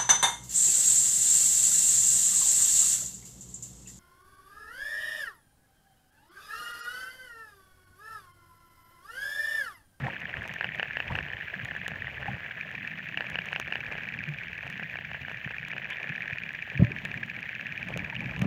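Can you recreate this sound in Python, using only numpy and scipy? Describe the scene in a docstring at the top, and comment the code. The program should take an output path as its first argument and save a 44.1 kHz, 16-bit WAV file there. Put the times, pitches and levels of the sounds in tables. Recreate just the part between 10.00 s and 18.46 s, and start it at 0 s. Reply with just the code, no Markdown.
"""Dolphins echolocate in shallow coastal water, heard through a hydrophone.
Their clicks are resonant pulses: pairs, a bright train that quickens and slackens, dull runs farther off and
a distant crackle. Shrimp snaps are broader pulses; two short buzzes, apart from the dolphins, are fast pulses.
Bubbles, knocks with their upper body and a faint tone in a buzz are damped rings.
Filtered noise makes the water's flow, rumble, sloshing and nearly steady hiss; a faint whine is two sines."""
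import sys
import numpy as np
from scipy import signal
from scipy.fft import rfft, irfft, next_fast_len
from scipy.io import wavfile
from scipy.ndimage import uniform_filter1d

SR = 44100
rng = np.random.default_rng(int(sys.argv[2]) if len(sys.argv) > 2 else 0)


def inscribe(sig):
    """Save sig as 16-bit PCM at rate SR to the path in sys.argv[1].

    A 1-D sig is mono; a 2-D sig holds one channel per row.
    Samples are clipped to [-1, 1] before scaling.
    """
    pcm = np.round(np.clip(np.atleast_2d(sig).T, -1, 1) * 32767)
    wavfile.write(sys.argv[1], SR, pcm.astype(np.int16))


N = 373086
TIME = np.arange(N) / SR  # s

# colour of sloshing water and of the splash at a knock: freq_hz, density_db (relative, per Hz)
SLOSH_COLOUR = [(150, -11), (300, -3.5), (430, -0.5), (650, 3), (1000, -3), (1400, -5), (2500, -17)]


def from_db(db):
    """Decibels to amplitude gain."""
    return 10 ** (np.asarray(db) / 20)


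def rms_one(x):
    """Scale to rms 1."""
    return x / np.sqrt(np.mean(x ** 2) + 1e-20)


def gain_at(colour, hz):
    """Gain of a colour, interpolated in dB over log frequency; it falls away beyond both ends."""
    points_hz, level_db = np.transpose(colour)
    hz = np.maximum(hz, 1)
    low_end = np.minimum(hz / points_hz[0], 1)
    high_end = np.minimum(points_hz[-1] / hz, 1) ** 2
    return low_end * high_end * from_db(np.interp(np.log(hz), np.log(points_hz), level_db))


def coloured_noise(colour):
    """White noise shaped by a colour; rms 1."""
    size = next_fast_len(N)
    spectrum = rfft(rng.standard_normal(N), size)
    return rms_one(irfft(spectrum * gain_at(colour, np.fft.rfftfreq(size, 1 / SR)), size)[:N])


def drift(rate_hz):
    """Random values joined by straight lines, rate_hz of them per second; rms 1."""
    steps = rng.standard_normal(4000)
    return rms_one(np.interp(TIME * rate_hz, np.arange(len(steps)), steps))


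def add(out, start, sound):
    """Mix a sound in at a sample position."""
    first, last = max(start, 0), min(start + len(sound), N)
    if last > first:
        out[first:last] += sound[first - start:last - start]


def pulse(colour, stretch, lag_s, size):
    """Spectrum of a unit-energy click; its resonances lag the weakest frequencies by up to lag_s."""
    hz = np.fft.rfftfreq(size, 1 / SR)
    gain = gain_at(colour, hz * stretch)
    delay_s = lag_s * (np.sqrt(gain / gain.max()) - 1)
    phase = -2 * np.pi * np.cumsum(delay_s) * hz[1]  # group delay integrated over frequency
    return gain * np.exp(1j * phase) / np.linalg.norm(irfft(gain))


def clicks(rows, colour, vary, lag_s, echo_s, size=1024):
    """Pulses of random pitch and phase, each with three weak inverted echoes from surface and bed."""
    echo_db = -16
    out, hz = np.zeros(N), np.fft.rfftfreq(size, 1 / SR)
    treble = np.interp(hz, [1900, 2400], [0, 1])
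    draws = rng.uniform(-0.99, 1, (len(rows), 5))  # pitch, phase, three echo delays
    for (start_s, level_db, *treble_db), draw in zip(rows, draws):
        direct = pulse(colour, np.exp(vary * draw[0]), lag_s, size)
        direct = direct * from_db(level_db + sum(treble_db) * treble)
        delays_s = echo_s * np.exp(draw[2:])
        echoes = np.exp(-2j * np.pi * np.outer(delays_s, hz)).sum(axis=0)
        paths = 1 - from_db(echo_db) * echoes
        click = np.fft.fftshift(irfft(direct * paths * np.exp(1j * np.pi * draw[1])))
        add(out, round(start_s * SR) - size // 2, click * signal.windows.tukey(size))
    return out


def rings(rows, glide):
    """Damped oscillations that swell and die away; pitch slides by a share per swell time, up to ten."""
    out, t = np.zeros(N), TIME[:SR // 4]
    for start_s, peak_db, pitch_hz, swell_s in rows:
        age = t / swell_s
        phase = 2 * np.pi * np.cumsum(pitch_hz * (1 + glide * np.minimum(age, 10))) / SR
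        envelope = age ** 2 * np.exp(2 * (1 - age))  # peaks at 1 after swell_s
        add(out, round(start_s * SR), from_db(peak_db) * envelope * np.sin(phase))
    return out


def water():
    """Lumpy flow, rumble and sloshing noises follow the sea and its surges; the hiss only flickers."""
    # slow levels before offsets, surges and lumps: time_s, flow_db, rumble_db, slosh_db
    sea = [(0.0, -52, -39, -38), (0.16, -63.5, -53.5, -50), (1.27, -59, -54, -52.5),
           (1.43, -64, -58, -55.5), (2.02, -58, -50.5, -53.5), (2.19, -56.5, -50, -51),
           (2.47, -70, -54.5, -54), (2.94, -71, -47.5, -57), (3.46, -62, -51.5, -49),
           (4.41, -63.5, -48.5, -55), (5.2, -60, -54.5, -57.5), (6.1, -69, -54, -54), (6.69, -64, -53, -57),
           (6.9, -60, -45, -52.5), (7.61, -69, -53.5, -57), (8.32, -53, -41.5, -49.5),
           (8.46, -54, -36, -46.5)]
    # surges past the hydrophone: crest_s, half_width_s (to 1/e of the lift), lift_db (full on the flow)
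    surges = [(.06, .04, 2.5), (.39, 0.063, 5.5), (1.14, 0.062, 13.5), (1.35, 0.022, 5), (1.66, 0.11, 3.5),
              (2.31, 0.045, 5.5), (6.88, 0.086, 0), (7.93, 0.099, 6.5), (8.43, 0.08, 4.5)]
    # noise colours: freq_hz, density_db (relative, per Hz)
    flow_colour = [(20, -25), (45, -14.5), (70, -3.5), (105, -4.5), (135, -2), (200, -29)]
    rumble_colour = [(80, -19.5), (120, -4), (165, 0), (230, -8.5), (350, -21.5), (700, -59.5)]
    hiss_colour = [(900, -23.5), (1350, -10), (1700, 4.5), (2100, 5), (2600, 2.5), (3100, -5),
                   (3800, -15.5), (5000, -26.5), (6800, -27), (7800, -37.5), (9500, -39.5), (11200, -41),
                   (13000, -29), (16000, -31.5)]
    rumble_share, slosh_share = 0.81, 0.78  # of a surge's lift in dB
    flow_lumps_db, rumble_lumps_db, slosh_lumps_db = 3, 2.8, 3.7  # rms
    hiss_db, hiss_flicker_db = -47.5, 1.6

    time_s, *columns = np.transpose(sea)
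    flow_db, rumble_db, slosh_db = [np.interp(TIME, time_s, column) for column in columns]
    surge_db = sum(lift_db * np.exp(-((TIME - crest_s) / half_width_s) ** 2)
                   for crest_s, half_width_s, lift_db in surges)
    flow_gain = from_db(flow_db + surge_db + 7.5 + flow_lumps_db * drift(17))
    rumble_gain = from_db(rumble_db + rumble_share * surge_db + 0.8 + rumble_lumps_db * drift(16))
    slosh_gain = from_db(slosh_db + slosh_share * surge_db - 2.0 + slosh_lumps_db * drift(90))
    hiss_gain = from_db(hiss_db + hiss_flicker_db * drift(120))

    flow = flow_gain * coloured_noise(flow_colour)
    rumble = rumble_gain * coloured_noise(rumble_colour)
    slosh = slosh_gain * coloured_noise(SLOSH_COLOUR)
    hiss = hiss_gain * coloured_noise(hiss_colour)
    return flow + rumble + slosh + hiss


def whine():
    """Faint electrical whine: steady sines."""
    # sines: pitch_hz, rms_db
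    tones = [(7295, -97.5), (14590, -97.5)]
    return sum(from_db(rms_db) * np.sqrt(2) * np.sin(2 * np.pi * pitch_hz * TIME)
               for pitch_hz, rms_db in tones)


def pod_swell():
    """Rise and fall of the farther pod as it moves, in dB around its mean."""
    # pod level, only its shape is used: time_s, level_db
    pod_levels = [(0.0, -39), (1.08, -39.5), (1.43, -40.5), (4.03, -38.5), (5.02, -43.5), (6.17, -38),
                  (6.93, -44), (7.37, -41.5), (8.46, -41.5)]
    level_db = np.interp(TIME, *np.transpose(pod_levels))
    return level_db - level_db.mean()


def far_pod(level_db, per_s, spread_db, width_s, size=512):
    """Distance smears clicks into short pitched blips; several animals merge into a crackle."""
    # voices of the distant animals: pitch_hz, level_db (relative)
    voices = [(1660, -5.5), (1740, 2), (1830, 1.5), (1970, 2.5), (2250, -2), (2420, 1), (2560, -9),
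              (2720, -12.5), (2950, -3.5)]
    out, t = 0, (np.arange(size) - size // 2) / SR
    sizes = from_db(-spread_db * rng.random(N))
    signs = rng.choice([-1, 1], N)
    struck = rng.random(N) < per_s / SR
    impulses = sizes * signs * struck
    caller = rng.integers(0, len(voices), N)
    for k, (pitch_hz, voice_db) in enumerate(voices):
        blip = from_db(voice_db) * np.cos(2 * np.pi * pitch_hz * t) / np.cosh(t / width_s)
        out = out + signal.fftconvolve(impulses * (caller == k), blip, "same")
    return from_db(level_db + pod_swell()) * rms_one(out)


def pod_trains(level_db, count):
    """Animals click without pause at wandering pace; level swings as heads turn: rows start_s, level_db."""
    gap_s, wander, swing_db = .065, .2, 1.6  # usual gap, spread of the log rate, rms swing
    rows = []
    for _ in range(count):
        rate_per_s = np.exp(wander * drift(1.5)) / gap_s
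        sent = rng.random() + np.cumsum(rate_per_s) / SR
        at = np.flatnonzero(np.diff(np.floor(sent)))  # a click at each whole count
        levels_db = level_db + pod_swell() + swing_db * drift(3.045)
        rows += zip(TIME[at], levels_db[at])
    return rows


def train(runs):
    """Within a run the click gap changes evenly; levels vary by 1 dB rms: rows start_s, level_db."""
    rows = []
    for first_s, last_s, count, gap_ratio, level_db in runs:
        steps = np.cumsum([0, *np.linspace(1, gap_ratio, round(count) - 1)])
        starts_s = first_s + (last_s - first_s) * steps / steps[-1]
        rows += [(start_s, level_db) for start_s in starts_s]
    chances_db = rng.standard_normal(len(rows))
    return [(start_s, level_db + chance_db) for (start_s, level_db), chance_db in zip(rows, chances_db)]


def dolphins():
    """Resonant click pairs, and bright and dull trains, with weaker trains behind them."""
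    # All level_db here are relative, before each kind's gain below.
    # pairs of the nearest dolphin, mostly duller when it turns away: start_s, gap_s, level_db, treble_db
    pair_rows = [(.6111, .034, -20, -2.5), (.7982, .0322, -20, -1.5), (.9714, .0323, -21, -1),
                 (1.1551, .034, -21, -2), (1.719, .0335, -28.5, -7), (1.885, .0335, -28.5, -8),
                 (2.0459, .0358, -30, -7), (2.2285, .0306, -27, -7), (3.1751, .0335, -22.5, 2),
                 (3.3576, .032, -23, 1.5), (3.5308, .0317, -22, 1), (3.7252, .0318, -22, .5),
                 (3.9541, .0313, -28, -10), (4.6359, .0327, -30, -7), (4.7977, .0317, -27.5, -7),
                 (4.9575, .0313, -27, -5), (5.1168, .0303, -27.5, -7), (5.2845, .0313, -28, -7),
                 (5.4768, .0327, -28, -7), (5.735, .0314, -28, -4)]
    # runs with the beam at the hydrophone: first_s, last_s, clicks, last_gap/first_gap, level_db
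    bright_runs = [(.7901, 1.2297, 4, 1.03, -29), (2.612, 2.8769, 3, .87, -26.5),
                   (2.9883, 3.3455, 5, .77, -28.5), (3.4205, 3.737, 6, .87, -27.5),
                   (3.8069, 4.2395, 9, .81, -27), (4.2914, 4.7278, 10, 1.02, -29.5),
                   (4.7787, 5.0526, 5, 1.44, -29.5), (5.1346, 5.5153, 6, .82, -29.5),
                   (5.5846, 6.0318, 8, .91, -26.5), (6.0943, 6.3337, 5, .8, -26),
                   (6.3858, 6.5525, 4, 1.16, -25.5), (6.6252, 7.2362, 10, .76, -26),
                   (7.3006, 7.83, 10, .79, -26), (7.8871, 8.417, 11, .97, -26.5)]
    # runs of dolphins facing away: first_s, last_s, clicks, last_gap/first_gap, level_db
    dull_runs = [(.0694, .3417, 4, .88, -24), (.4211, .6297, 4, .87, -26), (.6912, .9603, 6, .87, -26),
                 (1.1629, 1.4803, 5, 0.77, -27.5), (1.5419, 1.8655, 7, 0.84, -25.5),
                 (1.9591, 2.0724, 3, .78, -26.5), (2.1829, 2.3344, 4, 1.01, -29.5),
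                 (2.4631, 2.577, 3, 1.27, -29), (2.6351, 2.9171, 5, 0.91, -30),
                 (2.9929, 3.3167, 6, 0.94, -32), (3.6836, 3.8385, 3, .82, -27.5),
                 (4.1493, 4.2779, 3, 1.23, -30.5), (4.6089, 4.8448, 3, .77, -29),
                 (4.9414, 5.2509, 4, 0.92, -28.5), (5.346, 5.7061, 5, .72, -28),
                 (5.783, 5.9852, 4, 0.84, -27), (6.0439, 6.3104, 6, 0.91, -26.5),
                 (6.7552, 6.965, 3, 0.82, -25.5), (7.058, 7.233, 3, 1.06, -24.5),
                 (7.3161, 7.6593, 6, 0.83, -29), (7.718, 8.023, 7, .88, -33)]
    # click colours: freq_hz, level_db
    paired_colour = [(120, -28.5), (330, -14), (750, -7), (1200, -16), (1700, 4.5), (1900, -2),
                     (2180, -12.5), (2650, 4.5), (2950, 0.5), (3350, -23.5), (5000, -31.5), (7500, -55.5)]
    bright_colour = [(300, -15.5), (1200, -48), (1700, 7), (2000, -23.5), (2300, 10), (2550, 8),
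                     (3000, -13), (3700, -18.5), (4500, -26), (6600, -27), (7400, -54.5)]
    dull_colour = [(300, -35.5), (800, -25), (1250, -31.5), (1600, -5), (1780, 3), (2150, -11.5),
                   (2450, -9.5), (2850, -26.5), (3400, -21), (4500, -67.5), (6500, -97.5), (7500, -79.5)]
    pod_dull_db, pod_bright_db, pod_low_db = -33, -38, -39  # weaker trains

    pairs = [(start_s + late_s, level_db, treble_db)
             for start_s, gap_s, level_db, treble_db in pair_rows for late_s in (0, gap_s)]
    low = pairs + pod_trains(pod_low_db, count=1)
    paired = from_db(19.5) * clicks(low, paired_colour, vary=0.012, lag_s=0.001755, echo_s=0.000808)

    facing = train(bright_runs) + pod_trains(pod_bright_db, count=2)
    bright = from_db(17.3) * clicks(facing, bright_colour, vary=0.025, lag_s=0.0018, echo_s=0.0007)

    turned = train(dull_runs) + pod_trains(pod_dull_db, count=2)
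    dull = from_db(16.8) * clicks(turned, dull_colour, vary=0.04, lag_s=0.0018, echo_s=0.0009)
    return paired + bright + dull


def knocks():
    """Low thuds at the hydrophone, each with an overtone and a little splash; deep bass is cut."""
    # fundamentals before the bass cut: start_s, peak_db, pitch_hz, swell_s
    thud_rows = [(.024, -28, 140, 0.017), (1.106, -27, 157, 0.0039), (1.189, -36, 151, 0.0052),
                 (1.627, -31, 131, 0.01), (1.916, -29, 132, 0.0035), (2.279, -31, 110, 0.011),
                 (2.333, -28.5, 97.5, 0.0057), (4.27, -30, 153, 0.023), (5.459, -28.5, 149, 0.0048),
                 (6.095, -32.5, 158, 0.0081), (6.322, -32, 120, 0.0057), (6.743, -30.5, 135, 0.019),
                 (6.795, -9, 112, 0.0034), (6.808, -18, 160, 0.0038), (6.8193, -5.5, 157, 0.0049),
                 (6.834, -15.5, 125, 0.0077), (8.419, -17, 153, 0.0031), (8.45, -17.5, 191, 0.0046)]
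    pitch_ratio, overtone_db, swell_ratio = 2.3, -20, 0.88  # overtone against fundamental
    overtones = [(start_s, peak_db + overtone_db, pitch_hz * pitch_ratio, swell_s * swell_ratio)
                 for start_s, peak_db, pitch_hz, swell_s in thud_rows]
    bass_cut = signal.butter(3, 72, "high", fs=SR, output="sos")
    thuds = signal.sosfilt(bass_cut, rings([*thud_rows, *overtones], glide=-0.018))
    stir = uniform_filter1d(np.abs(thuds), size=SR // 50)  # 20 ms mean
    return thuds + from_db(-29.0) * stir * coloured_noise(SLOSH_COLOUR)


def short_rings():
    """Damped rings, pitch rising slightly: bubbles, upper body of the big knock, faint tone in a buzz."""
    # a few bubbles; near 5.9 s the buzz's 1 kHz tone, near 6.8 s the big knock's 300-700 Hz body:
    # start_s, peak_db, pitch_hz, swell_s
    ring_rows = [(.040, -41.5, 788, 0.024), (.063, -28, 735, 0.0041), (.081, -28.5, 910, 0.0026),
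                 (1.099, -33, 937, 0.0069), (1.112, -37, 1150, 0.0035), (2.280, -26.5, 800, 0.0052),
                 (5.902, -46.5, 1010, 0.014), (6.797, -32, 560, 0.0081), (6.806, -31, 375, .004),
                 (6.820, -30, 640, 0.0028), (6.845, -45.5, 580, 0.022), (6.905, -38, 400, 0.0043),
                 (7.903, -29.5, 570, 0.0014), (7.961, -29.5, 530, 0.0023), (8.124, -38.5, 910, 0.0058),
                 (8.164, -23.5, 2800, 0.0013), (8.222, -40, 840, 0.0041)]
    return rings(ring_rows, glide=0.0046)


def shrimp():
    """Broadband snaps: a few near ones, and fainter ones at random moments."""
    # near snaps: start_s, level_db (relative, before the gain below)
    near_snaps = [(.478, -39.5), (.5391, -38), (1.1614, -46), (1.6496, -40), (1.8806, -32), (2.7147, -48.5),
                  (3.3005, -39.5), (3.459, -42), (3.5998, -30), (4.7009, -40.5), (5.685, -41),
                  (5.9034, -41.5), (6.835, -55), (7.052, -36.5), (7.889, -45), (7.9752, -32.5),
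                  (8.394, -42), (8.4196, -33)]
    # broad snap colour: freq_hz, level_db
    snap_colour = [(400, 2.5), (1200, 1.5), (2000, 7), (3000, 7), (4800, -15.5), (6600, -4.5),
                   (8000, -19.5), (9500, -12), (11000, -32), (13500, -14.5), (16000, -28)]
    faint_per_s, loudest_db, spread_db = 2, -47, 4.5  # the others lie up to spread_db lower
    draws = rng.random(size=(1000, 2))[:round(faint_per_s * N / SR)]
    faint = [(when * N / SR, loudest_db - spread_db * depth) for when, depth in draws]
    snaps = clicks([*near_snaps, *faint], snap_colour, vary=0.066, lag_s=0.00056, echo_s=0.00061)
    return from_db(22.5) * snaps


def buzzes():
    """Short electronic-sounding buzzes: evenly spaced pulses in fast succession."""
    # buzzes: start_s, length_s, rate_per_s, level_db (relative, before the gain below)
    buzz_rows = [(1.076, .016, 400, -34.5), (5.905, 0.038, 250, -33.5)]
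    # pulse colour: freq_hz, level_db
    buzz_colour = [(300, -31.5), (700, -2), (1250, -17.5), (1700, 2.5), (2100, 4), (2550, 5.5), (3000, 13),
                   (3700, -27), (5000, -41), (6700, -57), (7500, -68)]
    run = [(start_s + k / rate_per_s, level_db) for start_s, length_s, rate_per_s, level_db in buzz_rows
           for k in range(int(length_s * rate_per_s))]
    return from_db(15.0) * clicks(run, buzz_colour, vary=0.16, lag_s=0.00252, echo_s=0.0017)


def shallows(x, t60_s):
    """Rough surface and bed scatter a short tail: unit-energy noise decaying 60 dB in t60_s."""
    t = TIME[:SR // 5]
    tail = rng.standard_normal(len(t)) * from_db(-60 * t / t60_s)
    return signal.fftconvolve(x, tail / np.linalg.norm(tail))[:N]


def scene():
    """Everything heard through the one hydrophone, with the whine."""
    sea, thuds = water(), knocks()
    far = far_pod(level_db=-46.7, per_s=190, spread_db=6.0, width_s=.00045)
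    pulses = dolphins() + buzzes() + shrimp()
    scatter = from_db(-19) * shallows(pulses, t60_s=.05)
    boom = from_db(-25.0) * shallows(thuds, t60_s=0.25)
    return (pulses + far + thuds + short_rings() + scatter + boom + sea + whine())[None]


def record(dry):
    """Steep elliptic low-pass cuts the top."""
    cutoff_hz = 15850
    return signal.sosfilt(signal.ellip(10, .1, 80, cutoff_hz, fs=SR, output="sos"), dry)


dry = scene()
out = record(dry)
inscribe(out)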